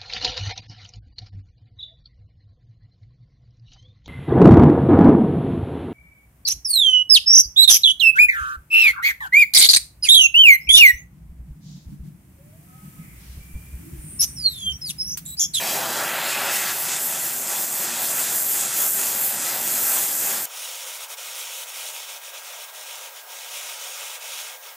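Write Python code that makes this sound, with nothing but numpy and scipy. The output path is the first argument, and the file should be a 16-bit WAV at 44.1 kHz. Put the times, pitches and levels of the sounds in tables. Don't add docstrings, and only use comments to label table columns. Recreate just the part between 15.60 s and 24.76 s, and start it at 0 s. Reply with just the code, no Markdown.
import sys
import numpy as np
from scipy import signal
from scipy.fft import rfft, irfft, next_fast_len
from scipy.io import wavfile
from scipy.ndimage import uniform_filter1d, map_coordinates

SR = 44100
rng = np.random.default_rng(int(sys.argv[2]) if len(sys.argv) > 2 else 0)


def boost_factor(decibels):
    exponent = np.asarray(decibels, float) / 20
    return 10 ** exponent


def store_wav(level_fs):
    pcm = np.round(np.clip(np.atleast_2d(level_fs), -1, 1) * 32767)
    wavfile.write(sys.argv[1], SR, pcm.T.astype(np.int16))


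N = 403941

CUT_S = 4.8565
NEAR_TOP_HZ, FAR_TOP_HZ = 15285, 15760
SOUND_CM_PER_S = 34300
HOLLOW_DB_PER_CM, HOLLOW_MAX_DB, HOLLOW_ENDS_S = 2, 6, 0.94
OVERTONE_DB = 0
RIDGE_DB, RIDGE_ENDS_S = 2.5, 0.89
ROAR_DB, ROAR_BELOW, ROAR_TOP_HZ = 3.5, 0.62, 4400
TOUCH_S = 1.084
REACH_OCT_PER_DB = 0.23
SLIP_CHANCE, SLIP_DB = 0.005, -6

# frequency in Hz, level in dB per Hz.
NEAR_COLOUR = [(60, -51), (95, -18), (129, -5), (226, -6.5), (444, -5.5), (637, -2.5), (1090, -4.5),
               (1610, -7.5), (2890, -10.5), (5420, -12), (6300, -7.5), (7440, -4), (9750, -6.5),
               (12500, -1)]
NEAR_SPLITS_HZ = [400, 1300, 3000, 6000, 9800]
# frequency in Hz, width in Hz, boost in dB.
NEAR_RESONANCES = [(240, 9, 8), (343, 18, 5), (403, 8, 11), (452, 35, -6), (547, 30, 5), (659, 25, 5),
                   (755, 25, 4), (812, 50, 4), (910, 30, 4), (1015, 25, -5), (1120, 40, -4), (1215, 25, -5),
                   (1330, 70, 4), (1430, 60, 2), (1577, 45, 3), (1620, 20, -4), (1652, 40, 4),
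                   (1955, 30, 4), (2590, 80, 3), (3310, 150, 2), (4970, 250, 3), (5500, 300, 1.5),
                   (7600, 300, .5)]

NEAR_LEVEL_DB = [-47, -40.5, -38.5, -38.5, -28.5, -25]
FREE_AIR_DB = [3.5, 5.5, 6, 6, -7.5, -4]
LANDED_S = [0.87, 1.32, 1.155, 1.156, 0.94, 3.6]
LANDING_FADE_S = [.4, 0.77, .05, .06, 0.17, 2.2]
LIFT_SHARE = [0.34, 0.71, 1.03, 1.3, 0.4, 0.046]
PUFF_SHARE = [0.19, 0.98, 0.41, -0.21, 0.17, 0.06]
SWING_SHARE = [0, 0.063, 0.16, 0.047, 0.38, 1.36]
FLARE_SHARE = [0.087, 0, 0.15, 0, 1.43, 0]

# time in seconds, length in seconds, change in dB.
TIP_LIFTS = [(1.192, 0.14, -0.5), (1.332, 0.12, 5), (1.448, 0.119, -4), (1.621, 0.11, -2),
             (1.8, 0.175, -5.5), (2.089, 0.16, -4), (2.282, 0.089, 1.7), (2.549, 0.066, -2.5),
             (2.662, 0.13, 3), (2.819, 0.23, -3.5), (3.212, 0.11, 1.2), (3.317, 0.097, -5.5),
             (3.43, 0.05, 0.2), (3.72, 0.22, -1.9), (3.902, 0.19, 2), (4.024, 0.071, -1), (4.39, 0.13, 1.5),
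             (4.574, 0.11, -4), (4.673, 0.151, 1), (4.834, 0.067, -4.9)]
# time in seconds, length in seconds, change in dB.
PLUME_PUFFS = [(0.715, 0.06, -5), (.865, .07, 4), (0.97, 0.12, -4.5), (1.297, 0.18, -2), (1.92, 0.057, 4),
               (2.475, 0.069, -5), (2.575, 0.13, 3.5), (2.655, 0.082, -5), (2.901, 0.22, -2),
               (3.091, 0.14, -1.5), (3.325, 0.078, -6), (3.65, 0.28, -2.3), (4.068, 0.057, -3),
               (4.498, 0.1, -2.5), (4.59, 0.055, -2.5), (4.66, .08, 1), (4.85, 0.047, -6)]
# time in seconds, length in seconds, change in dB.
JET_SWINGS = [(0.12, 0.173, 3.7), (0.891, 0.048, -8), (0.952, 0.2, 5), (1.231, 0.1, 4.5),
              (1.369, 0.14, -5.5), (1.467, 0.17, 6.5), (1.551, 0.12, -5.5), (1.659, 0.1, 3.6),
              (1.861, 0.041, -3), (2.025, 0.058, 3.5), (2.102, 0.087, -1.5), (2.237, 0.065, 4.5),
              (2.316, 0.17, -6), (2.424, 0.07, 4.5), (2.684, 0.12, -12), (2.71, 0.25, 8),
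              (2.912, 0.083, 4.5), (3.091, 0.12, -9), (3.251, 0.31, 5), (3.653, 0.142, 5),
              (3.812, 0.092, -9.5), (4.316, 0.282, 3)]
# time in seconds, length in seconds, change in dB.
CONE_FLARES = [(0.712, 0.091, 4.5), (0.842, 0.045, -2), (1.172, 0.31, -4.5), (1.494, 0.078, -3),
               (1.679, 0.142, -3.1), (1.96, 0.5, -1.6), (2.412, 0.084, -4), (2.896, 0.21, -3),
               (3.003, 0.26, 3), (3.656, 0.17, -5), (3.809, 0.098, 2.5), (3.953, 0.16, -6.5),
               (4.588, 0.066, 2.9), (4.809, 0.13, -3.5)]

# time in seconds, detour of the plate's reflection in cm.
TIP_DESCENT = [
    (0, 12.7),
    (.15, 12),
    (.21, 7.4),
    (.37, 7),
    (.43, 5.2),
    (.5, 3.3),
    (.62, 3),
    (.75, 2.9),
]
# time in seconds, frequency in Hz.
RIDGE_GLIDE = [
    (0, 1040),
    (.3, 1180),
    (.47, 1730),
    (.62, 2600),
]
# time in seconds, delay in milliseconds, strength.
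BENCH_ECHO = [
    (0, 1.285, .36),
    (.3, 1.262, .29),
    (.52, 1.24, .16),
    (.8, 1.165, .07),
    (.95, 1.14, .09),
    (1.3, 1.18, .13),
    (2, 1.2, .16),
    (4.9, 1.21, .11),
]

# frequency in Hz, level in dB per Hz.
FAR_COLOUR = [(250, -35), (379, -18.5), (517, -8.5), (798, -8.5), (1030, -10), (1570, -9), (2300, -3.5),
              (3300, -6), (4360, -7.5), (6490, -5.5), (8000, -7), (10200, -8.5), (11300, -10.5),
              (13300, -9)]
FAR_SPLITS_HZ = [1890, 10140, 12300]
# frequency in Hz, width in Hz, boost in dB.
FAR_RESONANCES = [(415, 30, 5), (483, 25, -5), (525, 30, 3), (790, 40, -4), (925, 35, 4), (966, 25, 6),
                  (1290, 25, 4), (1660, 60, -5), (1030, 70, -4), (1380, 50, 4), (1830, 130, -7),
                  (1940, 90, 4), (2060, 60, -6), (2270, 60, -4), (3030, 60, 3), (3330, 200, 3),
                  (3700, 400, 2), (4070, 70, -5), (4720, 60, -1.5), (5320, 60, 4), (6170, 70, -5),
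                  (6620, 150, 3), (7940, 90, -5)]
# delay in milliseconds, strength.
FAR_BENCH_ECHOES = [(0.316, 0.11), (0.433, -0.081), (0.581, -0.017), (.63, -0.056), (2.41, 0.1),
                    (2.46, -0.14), (2.9, -.09), (3.03, -0.07), (3.53, -0.08), (3.62, 0.033)]

FAR_LEVEL_DB = [-46, -38, -44.5, -51]
STRIKE_SHARE = [0.25, 0.98, 2, .8]
STUTTER_SHARE = [0.32, 1.22, 1.6, 1]
HEATING_DB_PER_S = [0.18, 0.026, -1.75, -0.2]

# time in seconds, level in dB.
STRIKE_LEVEL = [
    (4.86, -6),
    (5.03, 1.5),
    (5.15, -0.4),
    (6.3, 0.5),
    (6.6, -2.5),
    (7.85, -3),
    (7.97, 0.4),
    (8.85, 0),
    (9.16, -8),
]
# time in seconds, length in seconds, change in dB.
JET_STUTTERS = [(4.89, 0.04, -4.7), (5.259, 0.022, -2.8), (5.391, 0.037, -3.5), (5.476, 0.039, -9),
                (5.56, 0.022, -14), (5.617, 0.028, -1), (6.063, 0.045, -6.7), (6.125, 0.034, -2.5),
                (6.324, 0.034, -3.3), (6.464, 0.024, -4.2), (6.603, 0.053, -7.3), (6.721, 0.034, -7),
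                (6.817, 0.047, -4.8), (6.959, 0.079, -1.5), (7.069, 0.035, -6), (7.122, 0.047, -9),
                (7.251, 0.032, -2), (7.522, 0.078, -7.8), (7.647, 0.083, -11), (8.182, 0.05, -1.5),
                (8.593, 0.037, -9), (8.929, 0.06, -2.5), (8.997, 0.06, -10.5), (9.169, 0.084, -11)]
# time in seconds, length in seconds, change in dB.
JET_SURGES = [
    (5.78, .06, 0.5),
    (6.188, 0.033, 0),
    (6.28, .05, 1.5),
    (7.986, .07, 1.5),
    (8.733, 0.034, 2),
    (8.8, .04, 2.5),
]
# time in seconds, level in dB.
WHISTLE_LEVEL = [
    (4.9, -62),
    (6, -60.5),
    (7, -56),
    (9.16, -57),
]
# frequency in Hz, level in dB per Hz.
HISS_COLOUR = [(380, -14), (520, 0), (1000, -7), (2000, -12), (5000, -10), (10000, -7), (12000, -6),
               (14500, 0.5)]


def near_flame():
    air = turbulence(patchy_db=0.87, grit_db=0.85)
    layers = parts(air, NEAR_COLOUR, NEAR_RESONANCES, NEAR_SPLITS_HZ, soft=0.17)
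    t = np.arange(N) / SR
    flare_db = bumps(CONE_FLARES)
    moves = np.array([bumps(TIP_LIFTS), bumps(PLUME_PUFFS), bumps(JET_SWINGS), flare_db])
    shares = np.transpose([LIFT_SHARE, PUFF_SHARE, SWING_SHARE, FLARE_SHARE])
    moves_db = shares @ moves + 0.15 * wobble(14)
    own_db = [0.51, 0.74, 0.33, 0.77, 0.8, 0.72]
    flame = np.zeros(N)
    for i, layer in enumerate(layers):
        free_db = FREE_AIR_DB[i] * fading(t, LANDED_S[i], LANDING_FADE_S[i])
        level_db = NEAR_LEVEL_DB[i] + free_db + moves_db[i] + own_db[i] * wobble(12)
        flame += boost_factor(level_db) * layer
    return bench_echo(plume(flame, flare_db))


def plume(x, flare_db):
    hz, t, z = signal.stft(x, SR, nperseg=512)
    hz = hz[:, None]
    detour_cm = np.interp(t, *np.transpose(TIP_DESCENT))
    hollow_hz = SOUND_CM_PER_S / (2 * detour_cm)

    def bell(centre_hz, octaves):
        return np.exp(-(np.log2((hz + 1) / centre_hz) / octaves) ** 2)

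    reach = 2 ** (REACH_OCT_PER_DB * np.interp(t, np.arange(N) / SR, flare_db))
    edge_hz = np.minimum(ROAR_BELOW * hollow_hz, ROAR_TOP_HZ) * reach
    shelf = (1 / (1 + ((hz + 1) / edge_hz) ** 8) - .55) * (hz > 440)
    roar_db = ROAR_DB * fading(t, TOUCH_S, 0.052) * shelf
    depth_db = np.minimum(HOLLOW_DB_PER_CM * detour_cm, HOLLOW_MAX_DB) * fading(t, HOLLOW_ENDS_S, .3)
    comb = OVERTONE_DB / HOLLOW_MAX_DB * bell(2 * hollow_hz, .4) - bell(hollow_hz, .2)
    ridge_hz = np.interp(t, *np.transpose(RIDGE_GLIDE))
    ridge_db = RIDGE_DB * fading(t, RIDGE_ENDS_S, .15) * bell(ridge_hz, 0.1)
    gain = boost_factor(ridge_db + roar_db + depth_db * comb)
    return signal.istft(z * gain, SR, nperseg=512)[1][:N]


def bench_echo(flame):
    delay_ms, strength = curves(BENCH_ECHO)
    delay_ms = delay_ms + .008 * wobble(20)

    def late(ms):
        return map_coordinates(flame, [np.arange(N) - ms * SR / 1000])

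    return flame + strength * (late(delay_ms) - .9 * late(delay_ms + .05))


def far_flame():
    air = turbulence(patchy_db=0.93, grit_db=1.1)
    layers = parts(air, FAR_COLOUR, FAR_RESONANCES, FAR_SPLITS_HZ, soft=0.19)
    stutter_db = bumps(JET_STUTTERS) + bumps(JET_SURGES)
    heating_s = np.arange(N) / SR - CUT_S
    moves = np.array([curves(STRIKE_LEVEL)[0], stutter_db, heating_s, wobble(25)])
    flicker_db = [0.52, 0.45, 0.96, .9]
    moves_db = np.transpose([STRIKE_SHARE, STUTTER_SHARE, HEATING_DB_PER_S, flicker_db]) @ moves
    own_db = [0.24, 0.3, .9, 1.3]
    flame = np.zeros(N)
    for i, layer in enumerate(layers):
        flame += boost_factor(FAR_LEVEL_DB[i] + moves_db[i] + own_db[i] * wobble(18)) * layer

    def echoes(hz):
        return 1 + sum(g * np.exp(-2j * np.pi * hz * ms / 1000) for ms, g in FAR_BENCH_ECHOES)

    return filtered(flame, echoes)


def whistle():
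    phase = 2 * np.pi * np.cumsum(1613 + 4 * wobble(30)) / SR
    level_db = curves(WHISTLE_LEVEL)[0] + 0.52 * wobble(14)
    return np.sqrt(2) * boost_factor(level_db) * np.sin(phase)


def steady_hiss():
    noise = rng.standard_normal(N)
    return boost_factor(-42) * unit(filtered(noise, lambda hz: boost_factor(along(HISS_COLOUR, hz))))


def room(x, wet_db, dull):
    t = np.arange(SR // 8) / SR
    tail = rng.standard_normal(len(t)) * boost_factor(-60 * t / 0.22) * (t > .004)
    tail = signal.lfilter([1 - dull], [1, -dull], tail / np.linalg.norm(tail))
    return x + boost_factor(wet_db) * signal.fftconvolve(x, tail)[:N]


def dropouts(x):
    hz, t, z = signal.stft(x, SR, nperseg=1024)
    hz = hz[:, None]

    def smooth(a):
        return uniform_filter1d(uniform_filter1d(a, size=5, axis=0), size=18, axis=1)

    level_db = 10 * np.log10(np.abs(smooth(np.abs(z) ** 2)) + 1e-14)
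    weak_db = np.median(level_db, axis=1, keepdims=True) - level_db
    chance = unit(smooth(rng.standard_normal(z.shape))) + .13 * np.clip(weak_db, -9, 6)
    muted = chance > 2.25 + .9 * (hz < 8500) + 3 * (hz < 4500)
    return signal.istft(z * np.where(muted, boost_factor(-22), 1), SR, nperseg=1024)[1][:N]


def band(x, low_hz, top_hz, order, skirt_hz):
    def response(hz):
        bass_cut = 1 / (1 + (low_hz / (hz + 1)) ** order)
        return bass_cut / (1 + np.exp(np.clip((hz - top_hz) / skirt_hz, -50, 50)))

    return filtered(x, response)


def low_floor(after):
    floor = unit(band(rng.standard_normal(N), 40, 450, order=1, skirt_hz=60))
    return floor * boost_factor(-80 * (1 - after) - 89.5 * after + 1.5 * wobble(15))


def slips(x):
    hz, t, z = signal.stft(x[0], SR, nperseg=2048)
    bands_hz = np.array([4200, 5400, 6800, 8300, 9800, 11300, 12500, 14000, 15700])
    chosen = rng.random((len(bands_hz) - 1, len(t))) < SLIP_CHANCE
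    chosen = np.pad(chosen, ((1, 1), (0, 0)))[np.searchsorted(bands_hz, hz)]
    random_phase = np.exp(2j * np.pi * rng.random(z.shape))
    side = signal.istft(chosen * np.abs(z) * boost_factor(SLIP_DB) * random_phase, SR, nperseg=2048)[1][:N]
    return x + np.array([side, -side])


def turbulence(patchy_db, grit_db):
    z = signal.stft(rng.standard_normal(N), nperseg=512)[2]
    field = uniform_filter1d(rng.standard_normal(z.shape), size=7, axis=0)
    field = uniform_filter1d(field, size=12, axis=1)
    air = signal.istft(z * boost_factor(patchy_db * unit(field)), nperseg=512)[1][:N]
    return air * boost_factor(grit_db * wobble(800))


def parts(air, tone, modes, splits, soft):
    edges = np.concatenate([[1], splits, [SR]])

    def above(hz, edge):
        return 1 / (1 + (edge / (hz + 1)) ** (1 / soft))

    def colour_db(hz):
        return along(tone, hz) + sum(db / (1 + (2 * (hz - c) / w) ** 2) for c, w, db in modes)

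    def region(low, high):
        return filtered(air, lambda hz: boost_factor(colour_db(hz)) * (above(hz, low) - above(hz, high)))

    return [unit(region(low, high)) for low, high in zip(edges[:-1], edges[1:])]


def bumps(rows):
    t = np.arange(0, N + 64, 64) / SR
    s, length, db = np.transpose(rows)[..., None]
    total_db = np.sum(db * np.exp(-(2 * (t - s) / length) ** 2), axis=0)
    return np.interp(np.arange(N) / SR, t, total_db)


def fading(t, end, span):
    return np.clip((end - t) / span, 0, 1)


def curves(rows):
    s, *columns = np.transpose(rows)
    return [np.interp(np.arange(N) / SR, s, column) for column in columns]


def wobble(rate):
    return map_coordinates(rng.standard_normal(int(N * rate / SR) + 4), [np.arange(N) * rate / SR])


def along(points, hz):
    f, v = np.transpose(points)
    return np.interp(np.log(hz + 1), np.log(f + 1), v)


def filtered(x, response):
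    m = next_fast_len(N + 8192)
    return irfft(rfft(x, m) * response(np.fft.rfftfreq(m, 1 / SR)), m)[..., :N]


def unit(x):
    return x / np.sqrt(np.mean(x ** 2) + 1e-20)


def scene():
    near = room(near_flame(), wet_db=-13, dull=.6)
    near = band(dropouts(near), 64, NEAR_TOP_HZ, order=4, skirt_hz=14)
    far = room(far_flame(), wet_db=-16, dull=.2)
    far = band(far + steady_hiss() + whistle(), 403, FAR_TOP_HZ, order=4, skirt_hz=18)
    after = np.clip((np.arange(N) / SR - CUT_S) / .0006, 0, 1)
    mono = (1 - after) * near + after * far + low_floor(after)
    return np.array([mono, mono])


def band_limit(x):
    return signal.sosfilt(signal.butter(12, 16360, fs=SR, output="sos"), x)


def record(dry):
    mix = slips(dry)
    return band_limit(mix)


dry = scene()
out = record(dry)
store_wav(out)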